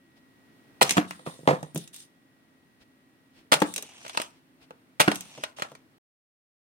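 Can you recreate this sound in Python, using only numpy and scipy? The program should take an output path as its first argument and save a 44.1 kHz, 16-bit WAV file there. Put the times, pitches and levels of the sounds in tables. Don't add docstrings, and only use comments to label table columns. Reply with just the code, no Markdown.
import sys
import numpy as np
from scipy import signal
from scipy.io import wavfile

SR = 44100
rng = np.random.default_rng(int(sys.argv[2]) if len(sys.argv) > 2 else 0)


def master_out(mix):
    frames = np.transpose(np.atleast_2d(mix))
    ceiling = np.clip(frames, -1, 1)
    pcm = np.round(ceiling * 32767).astype(np.int16)
    wavfile.write(sys.argv[1], SR, pcm)


N = 293265
TIME = np.arange(N) / SR
EDGES = np.geomspace(35, 17500, 28)
CENTRES = np.sqrt(EDGES[1:] * EDGES[:-1])

# (t/s, rebound gap/s, level/dB,
# brightness/dB per octave, brightening per rebound/dB per octave)
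SHOTS = [(0.8147, 0.0066, -8, -4.5, 5), (3.5213, 0.0091, -8, -1, 1.5), (5.0011, .0073, -9, 0.5, 1)]
# (start t/s, end t/s, level at the box/dB, from place, to place)
ROLLS = [(0.848, 0.969, -41, 0.88, 0.099), (3.539, 3.606, -54, 0.81, 0.043), (3.76, 4.12, -57.5, 0.078, .9),
         (4.128, 4.238, -53.5, .9, 0.92), (5.021, 5.079, -49.5, 1, 0.035), (5.17, 5.434, -57.5, 0, 0.98),
         (5.563, 5.62, -52, 0.73, 0.44), (5.698, 5.768, -74.5, 1, 0.46)]


def from_db(db):
    return 10 ** (np.asarray(db) / 20)


def unit_energy(x):
    return x / np.sqrt(np.sum(x ** 2, axis=-1, keepdims=True) + 1e-20)


def per_band(points):
    hz, value = np.transpose(points)
    return np.interp(np.log(CENTRES), np.log(hz), value)


def band_gains(colour, tilt_db=0):
    density_db = per_band(colour) + tilt_db * np.log2(CENTRES / 1000)
    return unit_energy(from_db(density_db) * np.sqrt(np.diff(EDGES)))


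def noise_bands(size):
    # (f/Hz, correlation)
    likeness = [(50, 0.24), (250, 0.77), (500, 0.81), (1000, -0.39), (2000, -0.061), (16000, -0.36)]
    white = rng.standard_normal((2, 2, size + SR // 4))
    bands = []
    for k, alike in enumerate(np.clip(per_band(likeness), -1, 1)):
        band_pass = signal.butter(2, EDGES[k:k + 2], "band", fs=SR, output="sos")
        mid, side = signal.sosfilt(band_pass, white[k % 2])[:, -size:]
        bands.append(np.sqrt(1 + alike) * mid + np.sqrt(1 - alike) * side * [[1], [-1]])
    return np.stack(bands, axis=1)


def dying(t60, size):
    return np.exp(-np.log(1000) * TIME[:size] / np.maximum(t60, 1e-3)[:, None])


def add(out, sound, s, delay_ms, pan_db):
    for channel, side in enumerate((.5, -.5)):
        at = round((s + side * delay_ms / 1000) * SR)
        out[channel, at:at + sound.shape[-1]] += from_db(side * pan_db) * sound[channel]


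def resonate(x, peaks):
    for hz, width_hz, lift_db in peaks:
        peak = signal.lfilter(*signal.iirpeak(hz, hz / width_hz, fs=SR), x)
        x = x + (from_db(lift_db) - 1) * peak
    return x


def knocks(rows, colour, t60, shortening, scatter, chatter_db, chatter_t60):
    out, size = np.zeros((2, N)), SR // 10
    bank = noise_bands(size=SR)
    decay = dying(t60 * (CENTRES / 1000) ** -shortening, size)
    treble = CENTRES / (CENTRES + 1000)
    chatter = from_db(chatter_db) * treble[:, None] * dying(np.array([chatter_t60]), size)
    for s, level_db, tilt_db, delay_ms, pan_db in rows:
        a, b = rng.integers(0, SR - size, 2)
        jolt_sizes = np.minimum(rng.exponential(1, size=50), 2)
        jolts = np.interp(TIME[:size], np.linspace(0, TIME[size], 50), jolt_sizes)
        envelope = decay + chatter * jolts
        gains = band_gains(colour, tilt_db)
        direct = gains @ unit_energy(bank[0, :, a:a + size] * envelope)
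        scattered = (gains * scatter * treble) @ unit_energy(bank[:, :, b:b + size] * envelope)
        blow = unit_energy(direct + scattered) * np.sqrt(.005 * SR)
        add(out, from_db(level_db) * blow, s, delay_ms, pan_db)
    return out


def rebounding(rows, gap_s, loss_db):
    return [(s + k * gap_s, db - k * loss_db, tilt) for s, db, tilt in rows for k in (0, 1)]


def background(bands, waver_hz=4, waver=0.13):
    # (t/s, air level/dB, whine level/dB)
    levels = [(0, -62.5, -73.5), (.8, -57.5, -71.5), (2.2, -62.5, -76), (3.38, -62.5, -77),
              (3.499, -62, -84), (5.949, -62, -84.5)]
    # (f/Hz, level/dB per Hz)
    air_colour = [(30, -12.5), (60, -16), (120, -0.5), (200, -0.5), (290, 4.5), (400, -8), (800, -11),
                  (2000, -13), (4000, -20.5), (7300, -29), (9000, -31), (11000, -26.5), (16000, -27.5)]
    hum_hz, hum_db, whine_hz = 264, -69, 1916
    s, air_db, whine_db = np.transpose(levels)
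    air_noise = np.roll(band_gains(air_colour) @ bands, N // 2, axis=1)
    air = from_db(np.interp(TIME, s, air_db)) * air_noise
    low_pass = signal.butter(2, waver_hz, fs=SR, output="sos")
    slow = signal.sosfilt(low_pass, rng.standard_normal((3, N)))
    swell, hum_drift, whine_drift = waver * unit_energy(slow) * np.sqrt(N)
    hum = from_db(hum_db) * (1 + swell) * np.sin(2 * np.pi * hum_hz * TIME + hum_drift)
    whine_gain = from_db(np.interp(TIME, s, whine_db))
    whine = whine_gain * np.sin(2 * np.pi * whine_hz * TIME + whine_drift)
    return air + np.sqrt(2) * (hum + whine)


def handling(bands):
    # (t/s, level/dB, length/s)
    rustles = [(0.177, -61.5, 0.024), (2.821, -57.5, 0.023), (3.385, -58.5, 0.058), (4.367, -67, 0.053),
               (4.632, -56.5, 0.031)]
    # (f/Hz, level/dB per Hz)
    rub_colour = [(200, 0), (1200, -7), (2500, -4), (4800, -8.5), (7000, -20), (16000, -25)]
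    swells = sum(from_db(level_db) * np.exp(-2 * ((TIME - s) / length) ** 2)
                 for s, level_db, length in rustles)
    return swells * (band_gains(rub_colour) @ bands)


def shot_blows(count=3):
    latch_lead_s, latch_db, latch_tilt_db = 0.0035, -14, 1
    spring_db, spring_tilt_db = -11.5, 4.5
    loss_db = 3.5
    rows = []
    for s, gap, db, tilt, brightening in SHOTS:
        rows.append((s - latch_lead_s, db + latch_db, latch_tilt_db))
        rows += [(s + k * gap, db - k * loss_db, tilt + k * brightening) for k in range(count)]
        rows += [(s + (k + .5) * gap, db + spring_db - k * loss_db, spring_tilt_db)
                 for k in range(count - 1)]
    return rows


def car_place():
    place = np.ones(N)
    for start, end, level_db, origin, goal in ROLLS:
        place = np.where(TIME < start, place, np.interp(TIME, [start, end], [origin, goal]))
    return np.clip(place, 0, 1)


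def car_delay_ms():
    box_ms, launcher_ms = -0.26, .43
    return box_ms + (launcher_ms - box_ms) * car_place()


def gate(start, end):
    attack_s, release_s = 0.0087, 0.037
    attack = -np.expm1(-np.maximum(TIME - start, 0) / attack_s)
    return attack * np.exp(-np.maximum(TIME - end, 0) / release_s)


def rolling_gain():
    near_db = 7.5
    rolls = sum(from_db(level_db) * gate(start, end) for start, end, level_db, *places in ROLLS)
    return from_db(near_db * car_place()) * rolls


def wall_taps(count=36, above_db=-1, spread_db=3, tilt_db=0.5):
    moving = np.flatnonzero(sum((TIME > start) & (TIME < end) for start, end, *rest in ROLLS))
    fraction = (np.arange(count) + rng.random(count)) / count
    at = moving[(fraction * (len(moving) - 1)).astype(int)]
    rolling_db = 20 * np.log10(rolling_gain()[at] + 1e-9)
    levels = rolling_db + above_db + spread_db * rng.standard_normal(count)
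    return [(s, db, tilt_db, delay, 0) for s, db, delay in zip(TIME[at], levels, car_delay_ms()[at])]


def launcher(pan_db=0.2):
    # (t/s, level/dB, brightness/dB per octave)
    track_knocks = [(4.050, -39, -2), (4.064, -37.5, -0.5), (4.0957, -36, 1.5), (4.148, -36.5, -3),
                    (4.1736, -19, -.5), (4.2, -26.5, -1.5), (4.217, -30, 4), (4.7076, -38.5, -7.5),
                    (5.1164, -22.5, -.5), (5.4372, -24, 0), (5.586, -37, -4), (5.5979, -36, -2),
                    (5.6215, -22.5, -1), (5.648, -40.5, -5.5), (5.7518, -45, 0.5)]
    # (f/Hz, level/dB per Hz)
    plastic = [(50, -32), (150, -21), (350, -9), (600, 6), (1100, 5.5), (1700, -2.5), (2400, 1),
               (3500, -2.5), (5000, -11.5), (7000, -16.5), (9000, -15), (12000, -25.5), (16000, -30.5)]
    delay_ms = .43
    blows = shot_blows() + rebounding(track_knocks, gap_s=.0033, loss_db=8)
    rows = [(*row, delay_ms, pan_db) for row in blows] + wall_taps()
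    return knocks(rows, plastic, t60=.02, shortening=.3, scatter=1.0, chatter_db=-24.5, chatter_t60=0.23)


def carpet():
    # (t/s, level/dB, brightness/dB per octave)
    thuds = [(0.908, -32, -2), (1.7468, -30.5, -8.5), (1.760, -24, -5), (1.776, -36.5, -3.5),
             (3.764, -44, 5), (3.78, -37.5, 6.5), (3.827, -43.5, 3), (5.376, -37.5, 1.5), (5.718, -42.5, 3)]
    # (f/Hz, level/dB per Hz)
    carpet_colour = [(50, -60), (100, -27.5), (150, -6.5), (220, -5.5), (450, -6.5), (800, -16.5),
                     (2000, -34), (16000, -60.5)]
    # (f/Hz, width/Hz, lift/dB)
    floor_peaks = [(140, 15, 7.9)]
    recoil_db, recoil_tilt_db = -13, 0.5
    recoils = [(s, db + recoil_db, recoil_tilt_db) for s, gap, db, *colour in SHOTS]
    rows = [(*row, -.07, -.5) for row in thuds + recoils]
    soft = knocks(rows, carpet_colour, t60=0.056, shortening=0.51, scatter=0.55,
                  chatter_db=-26.5, chatter_t60=.1)
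    return resonate(soft, floor_peaks)


def grainy(bands, colour, per_s, grain_s, grit, wander_db):
    contacts = (rng.random(N) < per_s / SR) * np.minimum(rng.exponential(1, N), 3)
    power = signal.lfilter([1], [1, -np.exp(-1 / (grain_s * SR))], contacts + 1e-18)
    share = np.clip(grit, 0, 1)
    spots = from_db(wander_db * rng.standard_normal(size=(len(CENTRES), 160)))
    spot_s = np.linspace(0, TIME[-1], spots.shape[1])
    hiss = sum(np.interp(TIME, spot_s, gain * spots[k]) * bands[:, k]
               for k, gain in enumerate(band_gains(colour)))
    return hiss * np.sqrt(1 - share + share * power / power.mean())


def from_car(x, diffuse=1.0):
    direct = np.roll(x[0], N // 3)
    delay_s = car_delay_ms() / 1000
    heard = [np.interp(TIME - side * delay_s, TIME, direct) for side in (.5, -.5)]
    return np.array(heard) + diffuse * x


def spinning_gain():
    # (t/s, length/s, level/dB)
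    spins = [(1.071, 0.32, -51.5), (1.253, 0.23, -50.5), (1.497, 0.25, -52.5), (1.75, 0.09, -46),
             (1.927, .1, -47.5), (3.654, 0.21, -46), (5.1, 0.2, -49)]
    fade_db_per_s = 70
    return sum(from_db(level_db - fade_db_per_s * np.maximum(TIME - s, 0)) * gate(s, s + length)
               for s, length, level_db in spins)


def wheels(bands):
    # (f/Hz, level/dB per Hz)
    roll_colour = [(50, -12.5), (130, -6.5), (400, -5), (800, -0.5), (1400, -6.5), (2900, -1), (4400, -5.5),
                   (6000, -4), (9000, -9.5), (12000, -19.5), (16000, -30)]
    spin_colour = [(100, -24), (2000, -10.5), (3500, -4), (4700, -6.5), (6200, -6.5), (9300, -12),
                   (12000, -13.5), (16000, -18)]
    # (f/Hz, width/Hz, lift/dB)
    roll_peaks = [(760, 240, 2.5), (2620, 840, 7), (5940, 690, 5.5)]
    spin_peaks = [(2900, 300, 3.2), (3633, 330, 8), (9240, 1200, 9)]
    rolling = grainy(bands, roll_colour, per_s=700, grain_s=.001, grit=.65, wander_db=2.5)
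    rolling = from_car(resonate(rolling, roll_peaks))
    spinning = grainy(bands, spin_colour, per_s=380, grain_s=.002, grit=0.36, wander_db=2.5)
    spinning = resonate(spinning, spin_peaks)
    rolling, spinning = unit_energy(np.array([rolling, spinning])) * np.sqrt(N)
    return rolling_gain() * rolling + spinning_gain() * spinning


def car(shadow_db_per_ms=4):
    # (t/s, level/dB, brightness/dB per octave)
    clicks = [(.8938, -22.5, -2), (.908, -19, -1.5), (.923, -33, 2.5), (1.1095, -38.5, -8.5),
              (1.629, -46, 1), (1.747, -39.5, 14.5), (1.759, -37, 0.5), (1.776, -36, 7.5), (1.876, -48, 0),
              (1.9432, -45, 2), (1.963, -45, 4), (3.603, -38, 0), (3.7393, -35.5, 1.5),
              (3.7616, -29.5, 0.5), (3.7796, -32, -0.5), (3.8244, -37.5, 3.5), (4.0805, -42, -1.5),
              (5.1465, -41, 3), (5.157, -33.5, 0), (5.208, -37, 2.5)]
    # (f/Hz, level/dB per Hz)
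    metal = [(100, -22.5), (600, -16), (1500, -11), (2700, 4), (4500, -8.5), (6300, -0.5), (7500, -7.5),
             (9500, -4), (12000, -11.5), (16000, -19)]
    # (f/Hz, width/Hz, lift/dB)
    shell_peaks = [(2700, 80, 8), (3824, 130, 6), (5960, 550, 3)]
    touches = rebounding(clicks, gap_s=0.0045, loss_db=11.5)
    delays = np.interp([row[0] for row in touches], TIME, car_delay_ms())
    rows = [(*row, delay, -shadow_db_per_ms * delay) for row, delay in zip(touches, delays)]
    bright = knocks(rows, metal, t60=0.014, shortening=0.096, scatter=1.6, chatter_db=-20, chatter_t60=0.15)
    return resonate(bright, shell_peaks)


def box(contact_s=0.00172, thump_s=.011, ring_db=-9):
    # (t/s, crack level/dB, brightness/dB per octave,
    # panel boom level/dB, left-microphone delay/ms, left-right level/dB)
    hits = [(0.9693, -21, 3, -13.5, -0.34, -3), (.9730, -20, 2, -50.5, -.3, 8.5),
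            (.980, -13.5, -0.5, -6, -.3, -2), (1.109, -30.5, 2, -41, 0.33, 2),
            (3.6188, -20, 1, -13.5, -0.13, 10), (3.6223, -15.5, -3, -14.5, -0.22, -2),
            (5.0784, -17.5, 0.5, -9.5, -0.24, 0.5), (5.082, -12, -2, -28, -0.27, -5)]
    # (f/Hz, level/dB, t60/s)
    modes = [(150.3, -25.5, .17), (185.2, -8.5, 0.12), (209.5, -8, 0.13), (251, -14, 0.14),
             (295, -7.5, 0.16), (310, -14.5, .1), (410, -11, 0.056), (506.4, -16.5, .05), (705, -9, 0.076)]
    # (f/Hz, level/dB per Hz)
    cardboard = [(50, -46), (150, -11), (350, 1.5), (540, 4), (800, -0.5), (1300, -1.5), (2500, -9.5),
                 (4000, -21.5), (7000, -29), (9000, -31.5), (12000, -36), (16000, -42.5)]
    cracks = [(s, db, tilt, delay, pan) for s, db, tilt, boom, delay, pan in hits]
    out = knocks(cracks, cardboard, t60=0.018, shortening=0.18, scatter=1.0,
                 chatter_db=-16.5, chatter_t60=0.21)
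    hz, mode_db, t60 = np.transpose(modes)
    size = SR // 4
    crush = np.exp(-TIME[:size] / thump_s) + from_db(ring_db)
    swing = -np.expm1(-TIME[:size] / contact_s) * crush * dying(t60, size)
    for s, crack_db, tilt_db, boom_db, delay_ms, pan_db in hits:
        strength = from_db(boom_db + mode_db + rng.normal(0, 2.3, len(hz)))
        pitch = hz[:, None] * (1 + rng.normal(0, 0.018, (len(hz), 1)))
        boom = strength @ (swing * np.sin(2 * np.pi * pitch * TIME[:size]))
        add(out, np.array([boom, boom]), s, delay_ms, pan_db)
    return out


def tumble():
    # (t/s, level/dB, brightness/dB per octave)
    tumbles = [(1.194, -46, -2), (1.2637, -32.5, 0.5), (1.272, -30, -3), (1.391, -45, -7),
               (1.433, -44.5, -8), (1.455, -48, 0), (1.475, -9, -1.5), (1.487, -16.5, -2),
               (1.5104, -19, -1.5), (1.530, -24, -5.5), (1.629, -32.5, -3.5)]
    # (f/Hz, level/dB per Hz)
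    back_colour = [(50, -34.5), (130, -15), (230, -7.5), (400, -2), (540, 0), (750, -2.5), (1100, -3),
                   (1500, -14), (2500, -18.5), (4000, -25), (7000, -32.5), (12000, -37.5), (16000, -46)]
    # (f/Hz, width/Hz, lift/dB)
    back_peaks = [(154.7, 19, 16.5), (513, 130, 4.5), (1850, 210, 7.5)]
    rows = [(*row, -.3, -2.5) for row in tumbles]
    hollow = knocks(rows, back_colour, t60=0.0301, shortening=.15, scatter=0.69,
                    chatter_db=-6.5, chatter_t60=0.22)
    return resonate(hollow, back_peaks)


def room(dry, build_s=0.00083):
    # (f/Hz, t60/s)
    room_t60 = [(100, 0.63), (300, 0.24), (1000, 0.31), (3000, 0.05), (5000, 0.0952), (16000, -0.06)]
    # (f/Hz, level/dB)
    room_db = [(100, -13), (300, -10), (700, -12.5), (2000, -8.5), (4000, -5), (8000, -1.5), (16000, -9.5)]
    size = SR // 2
    build_up = -np.expm1(-TIME[:size] / build_s)
    tails = noise_bands(size=size) * dying(per_band(room_t60), size) * build_up
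    gains = from_db(per_band(room_db)) * np.sqrt(2 * np.diff(EDGES) / SR)
    response = gains @ unit_energy(tails)
    return signal.fftconvolve(dry[:1], response, axes=1)[:, :N]


def scene(low_cut_hz=125):
    bands = unit_energy(noise_bands(size=N)) * np.sqrt(N)
    blows = launcher() + carpet() + car() + box() + tumble()
    blows = signal.sosfilt(signal.butter(2, low_cut_hz, "high", fs=SR, output="sos"), blows)
    return background(bands) + handling(bands) + wheels(bands) + blows + room(blows)


def record(dry):
    # (f/Hz, width/Hz, lift/dB)
    port_peaks = [(8820, 800, 7.5)]
    ceiling, silent_from_s, cutoff_hz = .95, 5.983, 16000
    rounded = ceiling * np.tanh(resonate(dry, port_peaks) / ceiling)
    stopped = rounded * (TIME < silent_from_s)
    return signal.sosfilt(signal.ellip(10, .1, 80, cutoff_hz, fs=SR, output="sos"), stopped)


dry = scene()
out = record(dry)
master_out(out)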